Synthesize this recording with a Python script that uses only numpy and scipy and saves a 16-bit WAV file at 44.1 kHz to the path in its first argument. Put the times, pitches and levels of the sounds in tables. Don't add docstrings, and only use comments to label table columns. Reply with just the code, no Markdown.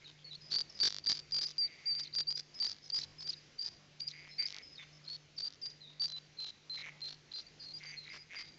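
import sys
import numpy as np
from scipy import signal
from scipy.io import wavfile
from scipy.ndimage import uniform_filter1d

SR = 44100
rng = np.random.default_rng(int(sys.argv[2]) if len(sys.argv) > 2 else 0)


def transcribe(signal):
    frames = np.atleast_2d(signal).T
    limited = np.clip(frames, -1, 1)
    pcm = np.round(limited * 32767).astype(np.int16)
    wavfile.write(sys.argv[1], SR, pcm)


def volts_from_decibels(level):
    exponent = np.asarray(level, float) / 20
    return 10 ** exponent


N = 378378

# frequency in Hz, level in dB rms.
HUM_TONES = [(149.77, -69.5), (148.71, -74), (300, -84)]
HUM_IN_STEP_S = 4.1
# frequency in Hz, density in dB per Hz.
WOODS_SPECTRUM = [(15, -47), (25, -11.5), (96, -7.5), (152, -4), (224, -10.5), (371, -8.5), (1020, -19),
                  (1540, -17), (2150, -12.5), (3320, -16), (4650, -14.5), (6670, -19), (7900, -23),
                  (10300, -64.5), (17400, -120)]
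WOODS_LEVEL_DB = -64

# start in seconds, length in seconds, first level in dB, last level in dB.
RASPS = [(0, .1, -60, -72), (.24, .12, -67, -77), (1.6, .2, -63, -58), (1.77, .18, -60, -61),
         (1.92, .22, -63, -66), (4.11, .25, -56, -59), (4.37, .14, -48, -54), (4.515, .135, -57, -55.5),
         (4.775, .11, -52, -60), (6.755, .17, -50.5, -48), (7.788, .21, -55, -52),
         (8.045, .155, -51, -51.5), (8.29, .16, -50.5, -48.5)]
# frequency in Hz, width in Hz, level in dB.
THROAT_MODES = [(2157, 240, 5), (2380, 260, -7), (2620, 1200, -17), (1998, 490, -13), (5830, 1100, -20)]
RASP_ATTACK_S, RASP_RELEASE_S, RASP_EDGE_DB = .022, .05, 22

# start in seconds, length in seconds, level in
# dB.
RATTLES = [(3.2205, .002, -41), (6.106, .003, -46), (5.536, .002, -45), (5.5445, .002, -49),
           (5.556, .002, -50), (1.488, .016, -47), (2.906, .008, -50), (.882, .05, -47), (1.128, .035, -45),
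           (1.466, .03, -48), (2.03, .025, -46), (2.356, .02, -48), (2.68, .05, -46), (2.99, .06, -44),
           (3.302, .035, -46), (3.665, .02, -48), (3.995, .01, -50), (4.082, .04, -45), (4.466, .06, -47),
           (5.695, .025, -52), (6.066, .025, -54), (6.462, .03, -52), (6.77, .02, -51), (7.405, .03, -55),
           (7.78, .025, -52), (.5, .02, -50)]
RATTLE_HZ, RATTLE_SAG_HZ, RATTLE_WIDTH_HZ, RATTLE_FADE_DB = 5200, 1100, 1300, 8

# start in seconds, length in seconds, first pitch in Hz, last pitch in Hz, level in dB.
HELD_PEEPS = [(.512, .075, 4540, 4575, -30.5), (.516, .074, 4850, 4770, -39), (.79, .089, 4600, 4690, -29),
              (.795, .045, 4890, 4800, -40), (2.278, .034, 4935, 4935, -48), (5.996, .048, 4650, 4650, -33),
              (6.045, .025, 4650, 4650, -33), (1.05, .075, 4660, 4650, -32), (1.058, .048, 4810, 4800, -35),
              (1.128, .03, 4830, 4750, -45), (1.307, .102, 4820, 4650, -34), (1.408, .05, 4860, 4860, -33),
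              (1.572, .099, 4800, 4600, -32), (1.857, .09, 4800, 4600, -33), (1.945, .089, 4700, 4740, -39),
              (2.136, .091, 4790, 4640, -33), (2.27, .042, 4680, 4710, -33), (2.588, .054, 4660, 4700, -33),
              (2.628, .05, 4750, 4850, -43), (2.922, .074, 4780, 4900, -33), (3.584, .078, 4760, 4800, -42),
              (4.412, .045, 4700, 4750, -43), (5.642, .048, 4760, 4750, -40),
              (6.108, .072, 4070, 3970, -44)]
# start in seconds, length in seconds, first pitch in Hz, last pitch in Hz, level in dB.
BURST_PEEPS = [(2.362, .02, 4800, 4750, -41), (3.203, .025, 4350, 4400, -43), (5.074, .07, 4230, 4420, -41),
               (5.376, .05, 4620, 4540, -38), (6.383, .094, 4130, 4030, -41),
               (6.689, .1, 4130, 4050, -41.5), (7.002, .1, 4170, 4070, -41.5),
               (7.313, .1, 4060, 4220, -43.5), (7.463, .027, 4580, 4580, -51)]
# start in seconds, length in seconds, first pitch in Hz, last pitch in Hz, level in dB.
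SWELL_PEEPS = [(.305, .042, 3960, 4000, -47), (5.413, .046, 4560, 4680, -36),
               (2.82, .065, 5150, 5090, -51.5), (3.243, .055, 4670, 4750, -40)]
# start in seconds, length in seconds,
# first pitch in Hz, last pitch in Hz, level in dB.
FAINT_PEEPS = [(7.968, .072, 4250, 4080, -53), (3.69, .05, 4780, 4750, -55), (3.36, .06, 4850, 4800, -60),
               (.058, .045, 3800, 3680, -55), (.185, .045, 3350, 3250, -62), (.245, .055, 4430, 4350, -52),
               (.41, .1, 5020, 4980, -57), (.695, .03, 5450, 5100, -56), (.745, .055, 5020, 4950, -52),
               (1.041, .014, 4700, 4700, -42), (2.543, .057, 5080, 5100, -50),
               (3.185, .058, 5090, 5080, -49), (2.308, .044, 4750, 4780, -46), (4.12, .14, 4780, 4770, -61),
               (4.29, .09, 5180, 5100, -60), (4.31, .053, 4160, 4160, -61), (4.625, .11, 5110, 5060, -57),
               (4.78, .055, 3700, 3480, -54), (4.928, .02, 5300, 5150, -65),
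               (5.807, .065, 4150, 3760, -55.5), (5.87, .06, 3750, 3750, -58), (5.69, .04, 4750, 4840, -55),
               (7.342, .048, 4770, 4720, -50), (7.6, .05, 4400, 4150, -54), (7.597, .06, 4900, 4600, -51),
               (7.659, .065, 4320, 4160, -48), (7.737, .047, 4800, 4790, -45),
               (7.857, .063, 4700, 4730, -51), (7.865, .09, 6300, 6100, -66), (4.73, .06, 5080, 5080, -63),
               (8.095, .14, 4880, 4900, -56), (4.038, .027, 4780, 4760, -51), (8.357, .06, 4790, 4740, -46),
               (8.43, .075, 4780, 4750, -57), (8.445, .055, 3900, 3900, -64)]
# start in seconds, length in seconds, first pitch in Hz, last pitch in Hz, level in dB.
SLIDES = [(.044, .012, 4250, 4000, -57), (.352, .009, 4250, 4350, -47), (.504, .012, 4030, 4030, -49),
          (1.671, .009, 4700, 3700, -50), (2.052, .012, 4400, 3650, -48), (2.127, .006, 3900, 4700, -54),
          (2.229, .008, 4800, 3800, -52), (3.298, .01, 4900, 4300, -42), (3.331, .011, 4700, 3800, -43),
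          (4.085, .008, 4600, 4100, -49), (4.108, .016, 4600, 3700, -55), (2.9, .005, 4640, 4640, -33),
          (6.462, .016, 3950, 3850, -47), (6.768, .016, 4100, 3800, -48), (.312, .022, 3850, 3500, -53),
          (8.04, .016, 4080, 3850, -52), (4.75, .037, 4700, 3750, -60), (5.04, .035, 5050, 4500, -60),
          (5.05, .028, 3980, 4200, -57), (5.366, .012, 5300, 4900, -59), (6.37, .01, 4000, 4300, -57),
          (5.615, .015, 5220, 4800, -48)]
# start in seconds, length in seconds, first pitch in Hz, last pitch in Hz, level in dB.
BLIPS = [(7.964, .045, 4260, 4200, -47), (2.682, .01, 4650, 4600, -41), (3.011, .014, 4600, 4000, -39),
         (2.031, .012, 4750, 4550, -40), (6.09, .016, 4070, 4050, -43), (2.35, .015, 4900, 4850, -34),
         (2.671, .011, 4930, 4880, -35), (3.288, .016, 4880, 4950, -32), (3.3, .007, 4750, 4600, -38),
         (3.59, .009, 4660, 4700, -37), (3.659, .007, 4850, 4850, -31), (4.001, .01, 4500, 4720, -36),
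         (4.012, .016, 4800, 4780, -37.5), (4.028, .012, 4780, 4770, -43), (4.067, .009, 4780, 4800, -40),
         (4.075, .008, 4900, 4900, -32), (4.082, .006, 4720, 4600, -36), (4.383, .038, 4680, 4680, -29.5),
         (4.453, .009, 4950, 4950, -32), (4.461, .007, 4750, 4500, -33), (1.455, .016, 4830, 4850, -33),
         (7.082, .02, 4350, 4250, -47), (7.101, .012, 4350, 4200, -43), (7.83, .013, 4800, 4800, -49),
         (1.148, .009, 4850, 4750, -38), (1.157, .006, 4600, 4300, -43), (5.625, .024, 4800, 4780, -39),
         (7.718, .01, 4350, 4200, -48), (6.066, .007, 4700, 4500, -47), (1.465, .007, 4700, 4500, -37)]
# attack in seconds, rise in dB, scoop in Hz, change over the hold in dB,
# release in seconds, fall in dB. Attack and release squeeze to fit short peeps.
HELD_SHAPE = (.014, 10, 150, -.3, .018, 14)
BURST_SHAPE = (.006, 16, 80, -4, .022, 14)
SWELL_SHAPE = (.008, 5, 30, 7, .022, 14)
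FAINT_SHAPE = (.006, 2.5, 5, -3, .015, 3)
SLIDE_SHAPE = (.001, 1.2, 5, -2.5, .001, 1.2)
BLIP_SHAPE = (1, 13, 40, 0, 1, 13)

BLOCK_S, FIRST_BLOCK_S, TURN_SAMPLES, TURN_BLOCKS = .0005, .00023, 882, 40
# valid from in seconds, block of 40 where a turn begins.
TURN_STARTS = [(0, 27), (.37, 22), (5.53, 14)]
# start in seconds, count of blocks, count of turns.
STUCK_BLOCKS = [(.8852, 1, 6), (.9332, 8, 4), (1.1712, 20, 2), (2.7252, 1, 4), (4.4852, 1, 6),
                (5.4852, 1, 3), (6.0812, 1, 3), (1.5057, 1, 1), (1.4917, 3, 1), (1.5112, 18, 1),
                (5.1652, 1, 1), (7.3272, 1, 1)]
# start in seconds, length in ms.
STALLS = [(.3327, 11), (.5252, 36), (.5852, 36), (1.0452, 25.5), (1.3052, 16), (1.3512, 39.5), (1.9512, 10),
          (2.0712, 9), (2.1452, 16), (2.1912, 19.5), (2.3052, 25.5), (2.5852, 16), (2.6312, 39.5),
          (2.8912, 10), (2.9512, 39.5), (3.0252, 16), (3.2112, 29.5), (3.6112, 19.5), (4.3652, 15.5),
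          (4.4312, 10), (5.0857, 15.5), (5.1252, 36), (5.9712, 26), (5.3912, 30), (5.4512, 30),
          (5.6472, 19.5), (6.0272, 30), (6.1072, 10), (1.5712, 10), (6.1612, 25.5), (6.4072, 30),
          (6.7272, 39.5), (7.0472, 41), (7.3672, 39.5), (7.6272, 30), (7.7672, 14), (7.6872, 10),
          (7.7072, 19.5), (7.8872, 10), (7.9072, 10), (8.0412, 6), (8.0872, 10), (4.9512, 30)]
# start in seconds, length in ms.
SETTING_IN = [(.7712, 39.5), (.8307, 50.5), (1.0912, 39.5), (1.4107, 30.5), (1.9917, 19.5), (2.3687, 41),
              (2.6912, 28), (3.2712, 19.5), (3.6512, 37.5), (6.4672, 39.5), (6.7872, 38), (6.8612, 36),
              (6.6712, 26), (6.9912, 26), (7.3112, 26), (8.3357, 29), (8.3872, 39.5)]
# start in seconds, length in ms.
RAGGED = [(.5142, 4), (1.1512, 10), (2.4317, 8.5), (2.7252, 7), (3.0452, 5.5), (4.5112, 9), (4.5522, 38.5),
          (4.6112, 9.5), (5.5127, 5.5), (5.6017, 15), (6.2072, 8.5), (7.1072, 40), (7.8272, 10),
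          (7.8472, 10), (8.1272, 50), (8.4472, 8)]
SET_IN_MS, OLD_SHARE = 10, .7
# start in seconds, length in ms.
PATCHY_RUNS = [(0.5062, 1.0), (0.5112, 1.5), (0.5142, 1.5), (0.5167, 2.0), (0.5192, 0.5), (0.5252, 3.5),
               (0.5457, 5.0), (0.5517, 3.5), (0.5557, 5.5), (0.5857, 0.5), (0.6052, 3.5), (0.8057, 4.5),
               (1.1052, 3.5), (1.3452, 1.0), (0.8312, 2.0), (0.8337, 0.5), (0.8347, 0.5), (0.8357, 0.5),
               (0.8377, 0.5), (0.8452, 4.5), (0.8502, 0.5), (0.8652, 4.5), (0.8702, 0.5), (1.0657, 4.0),
               (1.0702, 0.5), (1.0912, 3.5), (1.0957, 1.0), (1.0977, 1.5), (1.0997, 0.5), (1.1112, 3.5),
               (1.1157, 5.5), (1.1522, 1.0), (1.1562, 0.5), (1.1597, 0.5), (1.1652, 1.5), (1.3652, 4.5),
               (1.4112, 1.5), (1.4137, 0.5), (1.4147, 1.5), (1.4177, 0.5), (1.4257, 5.0), (1.4452, 3.5),
               (1.4497, 1.0), (1.4717, 1.5), (1.4852, 1.0), (1.9852, 1.0), (1.9917, 3.5),
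               (1.9957, 1.5), (1.9977, 0.5), (1.9987, 1.0), (2.1517, 0.5), (2.1527, 8.5), (2.1857, 0.5),
                 (2.3052, 1.0), (2.3252, 1.0), (2.3687, 1.0), (2.3712, 2.5), (2.3742, 1.0), (2.3762, 0.5),
                 (2.3772, 1.0), (2.3787, 1.5), (2.3852, 5.0), (2.4052, 4.5), (2.6252, 1.0), (2.6452, 4.5),
                 (2.6502, 0.5), (2.6917, 1.0), (2.6962, 1.5), (2.6982, 1.0), (2.7252, 4.5), (2.7302, 0.5),
                 (2.9057, 5.0), (2.9452, 1.0), (2.9852, 4.5), (2.9902, 0.5), (3.0052, 0.5), (3.0117, 0.5),
                 (3.0127, 0.5), (3.0252, 4.0), (3.0297, 1.0), (3.2052, 0.5), (3.2067, 0.5), (3.2252, 4.5),
                 (3.2302, 1.0), (3.2712, 3.0), (3.2747, 1.0), (3.2772, 0.5), (3.2782, 1.0), (3.2797, 0.5),
                 (3.6257, 5.0), (3.6462, 4.5), (3.6512, 2.0), (3.6547, 0.5), (3.6557, 0.5), (3.6577, 0.5),
               (3.6602, 0.5), (3.6657, 5.0), (3.6857, 3.0), (4.4252, 1.0), (5.1142, 0.5), (5.3857, 0.5),
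               (5.4452, 0.5), (5.6612, 4.5), (6.0212, 0.5), (5.6662, 0.5), (6.0412, 4.5), (6.0462, 0.5),
               (6.0812, 0.5), (6.0852, 1.0), (6.1212, 3.5), (6.1612, 4.5), (6.1662, 0.5), (6.4012, 1.0),
               (6.4052, 0.5), (6.4217, 5.0), (6.4417, 3.0), (6.4467, 0.5), (6.4617, 0.5), (6.4672, 1.5),
               (6.4697, 1.0), (6.4732, 2.0), (6.4757, 0.5), (6.7172, 1.5), (6.7212, 1.0), (6.8612, 1.0),
               (7.0417, 0.5), (7.0617, 5.0), (7.0872, 1.0), (7.0932, 0.5), (7.1072, 4.0), (7.1117, 1.0),
               (7.1142, 2.0), (7.3612, 1.0), (8.3872, 2.5), (8.3902, 2.5), (8.3947, 1.5), (8.4012, 4.5),
               (8.4062, 0.5)]
# start in seconds, end in seconds.
SOUND_SPANS = [(2.085, 2.14), (4.6, 4.74), (4.985, 5.04), (5.53, 5.6), (.115, .18), (.24, .33),
               (4.845, 4.95), (4.28, 4.36), (1.525, 1.56), (.36, .42), (.62, .7), (1.0, 1.04), (1.2, 1.3),
               (2.79, 2.82), (1.59, 1.94), (2.22, 2.3), (3.3, 3.6), (3.89, 3.99), (4.13, 4.24),
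               (4.74, 4.82), (5.17, 5.22), (5.7, 5.87), (3.16, 3.2), (7.79, 7.83), (6.3, 6.4), (7.42, 7.55),
               (7.59, 7.62), (7.7, 7.76), (7.93, 8.07), (8.2, 8.33)]


def evened(x):
    return x / np.sqrt(np.mean(x ** 2) + 1e-20)


def add(mix, start_s, sound):
    part = mix[max(round(start_s * SR), 0):][:len(sound)]
    part += sound[:len(part)]


def drift(size, width):
    chance = rng.standard_normal(8192 * (size // 8192 + 1))
    smooth = uniform_filter1d(uniform_filter1d(chance, width), width)
    return evened(smooth)[:size]


def ring(x, hz, width_hz):
    radius = np.exp(-np.pi * width_hz / SR)
    pole = radius * np.exp(2j * np.pi * hz / SR)
    return 2 * signal.lfilter([1 - radius], [1, -pole], x).real


def hum():
    t = np.arange(N) / SR - HUM_IN_STEP_S
    return sum(np.sqrt(2) * volts_from_decibels(db) * np.cos(2 * np.pi * hz * t) for hz, db in HUM_TONES)


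def woods():
    frames = N // 256 + 5
    hz = np.fft.rfftfreq(1024, 1 / SR)
    real, imag, patches = rng.standard_normal((frames, 513, 3)).T
    patches = uniform_filter1d(patches, 10, axis=0)
    patches = evened(uniform_filter1d(patches, 16, axis=1))
    table_hz, table_db = np.transpose(WOODS_SPECTRUM)
    colour_db = np.interp(np.log(hz + 1), np.log(table_hz + 1), table_db)[:, None]
    level_db = colour_db + 1.5 * patches + 1.1 * drift(frames, 40)
    spectra = (real + 1j * imag) * volts_from_decibels(level_db)
    hiss = signal.istft(spectra, nperseg=1024, noverlap=768)[1][:N]
    return volts_from_decibels(WOODS_LEVEL_DB) * evened(hiss)


def trees(x):
    t60_s, gap_s = .8, .02
    t = np.arange(SR) / SR
    scatter = rng.standard_normal(SR) * (rng.random(SR) < .05)
    tail = scatter * volts_from_decibels(-60 * t / t60_s) * (t > gap_s)
    return signal.fftconvolve(x, tail / np.linalg.norm(tail))[:N]


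def rasp(start_s, length_s, first_db, last_db):
    pulse_hz, jitter = 180, .15
    corner_s = [0, RASP_ATTACK_S, length_s - RASP_RELEASE_S, length_s]
    corner_db = [first_db - RASP_EDGE_DB, first_db, last_db, last_db - RASP_EDGE_DB]
    t = np.arange(0, length_s, 1 / SR)
    size, breath = rng.standard_normal((2, SR))[:, :len(t)]
    cycles = np.cumsum(pulse_hz * (1 + jitter * drift(len(t), 150))) / SR
    pulses = np.diff(np.floor(cycles), prepend=0) * volts_from_decibels(1.6 * size)
    drive = evened(pulses) + .45 * breath
    throat = sum(volts_from_decibels(db) * ring(ring(drive, hz, width), hz, 2 * width) for hz, width, db in THROAT_MODES)
    level = volts_from_decibels(np.interp(t, corner_s, corner_db))
    return start_s, level * evened(throat) * signal.windows.tukey(len(t), .08)


def rattle(start_s, length_s, db):
    t = np.arange(0, length_s, 1 / SR)
    breath = rng.standard_normal(SR // 10)[:len(t)] * volts_from_decibels(5 * drift(len(t), 50))

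    def beak(hz):
        return evened(ring(ring(breath, hz, RATTLE_WIDTH_HZ), hz, RATTLE_WIDTH_HZ))

    sink = np.pi / 2 * t / length_s
    sound = beak(RATTLE_HZ) * np.cos(sink) + beak(RATTLE_HZ - RATTLE_SAG_HZ) * np.sin(sink)
    level = volts_from_decibels(db - 3 - RATTLE_FADE_DB * t / length_s)
    return start_s, level * sound * signal.windows.tukey(len(t), .3)


def shaped(start_s, length_s, first_hz, last_hz, db, attack_s, rise_db, scoop_hz, change_db, release_s, fall_db):
    squeeze = min(1, .9 * length_s / (attack_s + release_s))
    end_s = start_s + length_s
    early_db = db - max(change_db, 0)
    late_db = db + min(change_db, 0)
    return [(start_s, first_hz - scoop_hz, early_db - rise_db),
            (start_s + squeeze * attack_s, first_hz, early_db),
            (end_s - squeeze * release_s, last_hz, late_db),
            (end_s, last_hz + scoop_hz, late_db - fall_db)]


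def peep(corners):
    octave_db, far_db, fuzz_per_db, crack = -30, -42, .04, .32
    s, hz, db = np.transpose(corners)
    t = np.arange(s[0] - .002, s[-1] + .005, 1 / SR)
    pitch_hz = uniform_filter1d(np.interp(t, s, hz), 100)
    phase = 2 * np.pi * np.cumsum(pitch_hz * (1 + .003 * drift(len(t), 200))) / SR
    edge = np.clip((t - t[0]) / .003, 0, 1) * np.clip((t[-1] - t) / .006, 0, 1)
    grain = fuzz_per_db * max(far_db - db.max(), 0) * drift(len(t), 80)
    glide = np.minimum(np.gradient(pitch_hz) ** 2, 1)
    rough = grain + crack * glide * drift(len(t), 12)
    level = volts_from_decibels(np.interp(t, s, db) + .6 * drift(len(t), 200)) * edge * (1 + rough)
    whistle = np.sin(phase) + volts_from_decibels(octave_db) * np.sin(2 * phase)
    return t[0], np.sqrt(2) * level * whistle


def scene():
    near, far, hen = np.zeros((3, N))
    kinds = [(HELD_PEEPS, HELD_SHAPE), (BURST_PEEPS, BURST_SHAPE), (SWELL_PEEPS, SWELL_SHAPE),
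             (FAINT_PEEPS, FAINT_SHAPE), (SLIDES, SLIDE_SHAPE), (BLIPS, BLIP_SHAPE)]
    for rows, shape in kinds:
        for row in rows:
            place = near if row[-1] > -45.5 else far
            add(place, *peep(shaped(*row, *shape)))
    for row in RATTLES:
        add(near, *rattle(*row))
    for row in RASPS:
        add(hen, *rasp(*row))
    echoes = trees(volts_from_decibels(-25) * near + volts_from_decibels(-15) * far + volts_from_decibels(-13) * hen)
    return (near + far + hen + echoes + woods() + hum())[None]


def missed_blocks(x):
    at = np.arange(int(N / SR / BLOCK_S) + 1)
    s = at * BLOCK_S + FIRST_BLOCK_S
    since_s, first = np.transpose(TURN_STARTS)
    place = at - first[np.searchsorted(since_s, s) - 1].astype(int) + TURN_BLOCKS
    turn, slot = place // TURN_BLOCKS, place % TURN_BLOCKS
    luck = rng.random((at[-1] // TURN_BLOCKS + 3, 3))
    flicker = rng.random(len(at))
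    long_part = slot < 20
    short_part = (slot > 27) & (slot < 39)

    share = np.zeros(len(at))
    for table, ragged_ms in [(STALLS, 0), (SETTING_IN, SET_IN_MS), (RAGGED, np.inf)]:
        for start_s, ms in table:
            tail = share[round(start_s / BLOCK_S):]
            tail[:round(2 * ms)] = 1
            tail[:round(2 * min(ms, ragged_ms))] = OLD_SHARE
    listed = (flicker < share) & (long_part | short_part)

    runs = PATCHY_RUNS
    patchy_halves = [place[round(start_s / BLOCK_S)] // 20 for start_s, ms in runs]
    listed &= ~np.isin(place // 20, patchy_halves)
    for start_s, ms in runs:
        listed[round(start_s / BLOCK_S):][:round(2 * ms)] = True
    for start_s, blocks, turns in STUCK_BLOCKS:
        repeats = np.add.outer(TURN_BLOCKS * np.arange(turns), np.arange(blocks))
        listed[round(start_s / BLOCK_S) + repeats] = True

    slips = long_part & (luck[turn, 0] < .55) | short_part & (luck[turn, 1] < .45)
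    slips &= flicker < np.where(luck[turn, 2] < .5, 1, .65)
    power = uniform_filter1d(x ** 2, 1500)[np.minimum((s * SR).astype(int), N - 1)]
    lull = (power < volts_from_decibels(2 * -49)) & (share == 0)
    slips &= lull & np.roll(lull, TURN_BLOCKS)
    for start_s, end_s in SOUND_SPANS:
        slips &= (s < start_s) | (s > end_s)
    return listed | slips


def top_cut(x):
    return signal.sosfilt(signal.butter(12, 8190, fs=SR, output="sos"), x)


def record(dry):
    block = np.maximum((np.arange(N) / SR - FIRST_BLOCK_S) // BLOCK_S, 0).astype(int)
    old = missed_blocks(dry[0])[block]
    source = np.arange(N)
    for i in range(TURN_SAMPLES, N, TURN_SAMPLES):
        now = slice(i, min(i + TURN_SAMPLES, N))
        before = source[now.start - TURN_SAMPLES:now.stop - TURN_SAMPLES]
        source[now] = np.where(old[now], before, source[now])
    band_limit = signal.firwin(61, 7200, window=("kaiser", 7), fs=SR)
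    mix = signal.oaconvolve(dry[:, source], band_limit[None], "same")
    return top_cut(mix)


dry = scene()
out = record(dry)
transcribe(out)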